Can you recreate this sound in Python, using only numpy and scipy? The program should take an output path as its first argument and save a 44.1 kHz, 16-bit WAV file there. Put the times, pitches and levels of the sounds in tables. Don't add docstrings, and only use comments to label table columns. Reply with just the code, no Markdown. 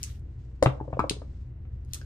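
import sys
import numpy as np
from scipy import signal
from scipy.io import wavfile
from scipy.ndimage import map_coordinates

SR = 44100
rng = np.random.default_rng(int(sys.argv[2]) if len(sys.argv) > 2 else 0)


def store_pcm(level_fs):
    pcm = np.round(np.clip(level_fs, -1, 1) * 32767).astype(np.int16)
    wavfile.write(sys.argv[1], SR, np.atleast_2d(pcm).T)


def attenuation_scalar(level_db):
    decades = np.asarray(level_db, float) / 20
    return 10 ** decades


N = 90493

# [f/Hz, width/Hz, level/dB]
AIR_BOOMS = [(62, 12, -50.5), (83.3, 11.9, -43.5), (120.8, 16, -47), (40, 38, -53)]
# [f/Hz, density level/dB]
BACKGROUND_SPECTRUM = [(140, -2), (185, -16), (250, -8.5), (490, -26), (900, -34.5), (2200, -39.5),
                       (3000, -50), (10000, -69.5)]
# [f/Hz, correlation -1 to 1]
EAR_CORRELATION = [(60, 0.99), (240, 0.9), (950, 0.14), (3770, 0.19), (15000, 0.25)]
# [t/s, level/dB]
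FINGER_LEVELS = [
    (0, -61),
    (.1, -58),
    (.2, -74),
    (0.229, -110),
    (1.821, -110),
    (1.86, -91.5),
    (1.93, -65),
    (1.95, -55.5),
    (2.05, -74),
]
# [f/Hz, density level/dB]
FELT_SPECTRUM = [(1500, -1), (4000, -0.5), (8000, -9.5), (15000, -11)]
# [t/s, level/dB]
STIR_LEVELS = [(.2, -86.5), (.3, -81.5), (.45, -76), (.58, -80), (.9, -75.5), (1.25, -74), (1.42, -76.5),
               (1.55, -92), (1.8, -83.5)]
# [f/Hz, density level/dB]
CLOTH_SPECTRUM = [(700, -6), (2000, -0.5), (5000, -3.5), (8500, -8), (10000, -30.5)]
# [t/s, peak level/dB, share of upper modes 0-1, brightness f/Hz, chatter t/ms]
DICE_CONTACTS = [(0.0309, -26, 0.96, 15000, 1.0), (0.0377, -24.5, 0.64, 9700, .6),
                 (0.042, -49, 0.7, 12000, 3.0), (0.086, -55, .1, 5000, 0.63), (.195, -64, 1, 14900, 0.95),
                 (.6268, -20.5, 0.51, 8560, 2.5), (0.6345, -28, 0.96, 11300, 2.0),
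                 (0.6382, -36.5, .6, 11000, 2.5), (0.9953, -38, .4, 11000, 4.0),
                 (1.0963, -15, 0.63, 8900, .25), (1.0988, -20.5, 0.66, 9600, .3),
                 (1.1034, -41, 0.7, 9000, 2.7), (1.849, -60, 0.76, 11500, 1.6),
                 (1.911, -55.5, 0.2, 5000, 7.2), (1.9344, -24, 1, 15000, 2.39),
                 (1.9352, -29, 0.3, 15200, 2.8), (1.9452, -30.5, 1, 15000, 5.3),
                 (2.015, -46.5, 0, 6000, .8)]
# [f/Hz, level/dB, T60/s]
DIE_LOWER_MODES = [(2100, -18, .003), (3200, -8, .003), (4200, -4, .004), (5040, -1, .003)]
# [f/Hz, level/dB, T60/s]
DIE_UPPER_MODES = [(6600, 0, .0022), (8260, -1, .002), (10500, -5, .0018), (13500, -9, .0013)]
# [f/Hz, T60/s, level/dB]
ROOM_DECAY = [(300, 0.55, -25.5), (960, 0.35, -19.5), (2500, 0.21, -15.5), (6000, 0.27, -18),
              (12600, 0.12, -14)]
# [t/s, peak level/dB, pitch f/Hz, fade t/ms]
FELT_LANDINGS = [(0.6249, -10, 560, 1.6), (0.6285, -9, 540, 1.14), (0.634, -24.5, 300, 1),
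                 (0.6591, -14.5, 800, 0.86), (.672, -20.5, 314, 1.55), (.775, -41.5, 564, 0.9),
                 (0.802, -32, 858, 1.73), (.810, -29.5, 345, 1), (.852, -45.5, 654.4, 1.5),
                 (.879, -29, 528, 1.8), (.904, -39, 583, 0.92), (0.93, -21.5, 634, 0.87),
                 (0.97, -23, 534.6, 1.5), (.9924, -12.5, 740, 1.2), (0.997, -19.5, 269.2, 1.3),
                 (1.04, -18.5, 552, 1.5), (1.109, -22.5, 300, 1), (1.166, -38, 400, 1.7),
                 (1.218, -32.5, 540, 1.1), (1.961, -50, 1247, 1), (2.014, -43.5, 1565, 1.3),
                 (2.016, -48.5, 500, 1.2)]
# [f/Hz, level/dB, T60/s]
TRAY_MODES = [(79.8, -24.5, 0.41), (129.7, -17, 0.17), (172, -24, 0.099), (292, -23, 0.18),
              (314.8, -23.5, 0.2), (420, -21, 0.055), (580, -21, 0.056), (737, -26, 0.082),
              (820, -23, 0.0417)]
# [t/s, peak level/dB, brightness f/Hz]
CORNER_KNOCKS = [(0.6263, -17, 2300), (.6594, -13.5, 2900), (.802, -41, 1103), (0.928, -36, 1500),
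                 (0.937, -42.5, 2950), (0.9932, -9, 1400), (1.002, -17, 1400), (1.04, -28.5, 1200),
                 (1.111, -36.5, 2100), (1.219, -40, 1400), (1.652, -56.5, 3000), (1.946, -52, 2030),
                 (2.015, -65, 3520)]
# [f/Hz, level/dB, T60/s]
WALL_MODES = [(1030, -2, .008), (1200, 0, .008), (1435, 1, .010), (1750, -2, .006), (2250, -2, .007),
              (2700, -3, .005), (3200, -2, .004)]

HUM_HZ, HUM_DB, BACKGROUND_DB = 59.5, -43.5, -55.5
CHATTER_LOSS_DB, KNOCK_LOSS_DB, KNOCK_MS = 3, 2, 3
ROOM_GAP_S, EARLY_DB, EARLY_T60_S = 0.0025, 5, 0.12
THUD_PAN_DB, THUD_LAG_S = 3.5, 0.00015
CLICK_PAN_DB, CLICK_LAG_S = 4.5, 0.0004035
CUTOFF_HZ = 16000


def at_hz(points, hz, order=1):
    columns = np.array(points)
    return np.interp(np.log(hz), np.log(columns[:, 0]), columns[:, order])


def rms_one(x):
    return x / np.sqrt(np.mean(x ** 2) + 1e-20)


def ring(drive, hz, t60):
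    radius = attenuation_scalar(-60 / (t60 * SR))
    angle = 2 * np.pi * hz / SR
    return signal.lfilter([0, np.sin(angle)], [1, -2 * radius * np.cos(angle), radius ** 2], drive + 1e-18)


def low_pass(x, hz, order):
    return signal.sosfilt(signal.butter(order, hz, fs=SR, output="sos"), x)


def bands(size, low_hz):
    white = rng.standard_normal((2, 2, size))
    edges = low_hz * 2 ** np.arange(0, np.log2(17000 / low_hz), 0.5)
    for k, (low, high) in enumerate(zip(edges, edges[1:])):
        band_pass = signal.butter(2, [low, high], "band", fs=SR, output="sos")
        yield np.sqrt(low * high), signal.sosfilt(band_pass, white[k % 2])


def hiss(spectrum, low_hz):
    out = 0
    for hz, (mid, side) in bands(N, low_hz):
        alike = np.clip(at_hz(EAR_CORRELATION, hz), -1, 1)
        common = np.sqrt(1 + alike) * mid
        opposed = np.sqrt(1 - alike) * side * [[1], [-1]]
        out = out + attenuation_scalar(at_hz(spectrum, hz)) * (common + opposed)
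    return rms_one(out)


def curve(rows):
    t, db = np.transpose(rows)
    steps = N // 600 + 2
    uneven = np.interp(np.arange(N) / 600, np.arange(steps), rng.standard_normal(steps))
    return attenuation_scalar(np.interp(np.arange(N) / SR, t, db) + 2 * uneven)


def slips(s, db, length_ms, loss_db):
    delay = np.sort(rng.uniform(0.15, 1, 6))
    delay[0] = 0
    gains = attenuation_scalar(db - loss_db * np.arange(6)) * rng.choice([-1, 1], 6)
    return s + delay * length_ms / 1000, gains


def strike(times, gains, modes, spread_db):
    out = np.zeros(N)
    spread = rng.standard_normal((len(times), len(modes)))
    start = int(min(times) * SR)
    end = min(N, int(max(times) * SR) + SR // 4)
    hits = (times * SR).astype(int) - start
    for (hz, db, t60), own in zip(modes, spread.T):
        impulses = np.zeros(end - start)
        impulses[hits] = gains * attenuation_scalar(db + spread_db * own)
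        out[start:end] += ring(impulses, hz, t60)
    return out


def dull(x, hz):
    return low_pass(x, min(hz, 18000), 3)


def late(x, seconds):
    return map_coordinates(x, [np.arange(N) - seconds * SR], order=3)


def hum():
    out = attenuation_scalar(HUM_DB) * np.sqrt(2) * np.sin(2 * np.pi * HUM_HZ * np.arange(N) / SR)
    for hz, width_hz, db in AIR_BOOMS:
        boom = rng.standard_normal(N + SR)
        for _ in range(2):
            boom = ring(boom, hz, 1.4 / width_hz)
        out = out + attenuation_scalar(db) * rms_one(boom[SR:])
    return out * attenuation_scalar([[0.45], [-0.45]])


def background():
    return attenuation_scalar(BACKGROUND_DB) * hiss(BACKGROUND_SPECTRUM, low_hz=130.25)


def rustle():
    fingers = curve(FINGER_LEVELS) * hiss(FELT_SPECTRUM, low_hz=1016)
    stir = curve(STIR_LEVELS) * hiss(CLOTH_SPECTRUM, low_hz=500)
    return fingers + stir


def clicks():
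    out = 0
    for s, db, upper, hz, chatter_ms in DICE_CONTACTS:
        times, gains = slips(s, db + 3, chatter_ms, CHATTER_LOSS_DB)
        upper = np.clip(upper, 0, 1)
        lower_ring = strike(times, gains * (1 - upper), DIE_LOWER_MODES, spread_db=3)
        upper_ring = strike(times, gains * upper, DIE_UPPER_MODES, spread_db=3)
        out = out + dull(lower_ring + upper_ring, hz)
    return signal.sosfilt(signal.butter(3, 2800, "high", fs=SR, output="sos"), out)


def room(x):
    t = np.arange(SR // 2) / SR
    tail = 0
    for hz, band in bands(SR // 2, low_hz=200):
        decay_db = at_hz(ROOM_DECAY, hz, order=2) - 20 - 60 * t / at_hz(ROOM_DECAY, hz)
        tail = tail + band * attenuation_scalar(decay_db)
    tail = tail * (1 + attenuation_scalar(EARLY_DB - 60 * t / EARLY_T60_S))
    onset = np.clip(t / ROOM_GAP_S - 1, 0, 1)
    return signal.fftconvolve(x[None], tail * onset)[:, :N]


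def thuds():
    push = np.zeros(N + 4096)
    t = np.arange(4096) / SR
    for s, db, hz, fade_ms in FELT_LANDINGS:
        start = int(s * SR)
        swell = t / (fade_ms / 1000)
        push[start:start + 4096] -= attenuation_scalar(db) * swell * np.exp(1 - swell) * np.sin(2 * np.pi * hz * t)
    s, db = np.transpose(FELT_LANDINGS)[:2]
    body = strike(s + 0.0014, attenuation_scalar(db), TRAY_MODES, spread_db=7)
    return push[:N] + low_pass(body, 1100, 2)


def knocks():
    out = 0
    for s, db, hz in CORNER_KNOCKS:
        times, gains = slips(s, db - 8, KNOCK_MS, KNOCK_LOSS_DB)
        out = out + dull(strike(times, gains, WALL_MODES, spread_db=3), hz)
    return out


def scene():
    click = clicks()
    thud = thuds() + knocks()
    left = thud * attenuation_scalar(THUD_PAN_DB / 2) + click * attenuation_scalar(CLICK_PAN_DB / 2)
    late_thud = late(thud, THUD_LAG_S) * attenuation_scalar(-THUD_PAN_DB / 2)
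    late_click = late(click, CLICK_LAG_S) * attenuation_scalar(-CLICK_PAN_DB / 2)
    direct = np.array([left, late_thud + late_click])
    return direct + room(thud + click) + hum() + background() + rustle()


def band_limit(x):
    return signal.sosfilt(signal.butter(12, 16500, fs=SR, output="sos"), x)


def record(dry):
    top_cut = signal.cheby2(10, 60, CUTOFF_HZ + 500, fs=SR, output="sos")
    mix = signal.sosfilt(top_cut, dry)
    return band_limit(mix)


dry = scene()
out = record(dry)
store_pcm(out)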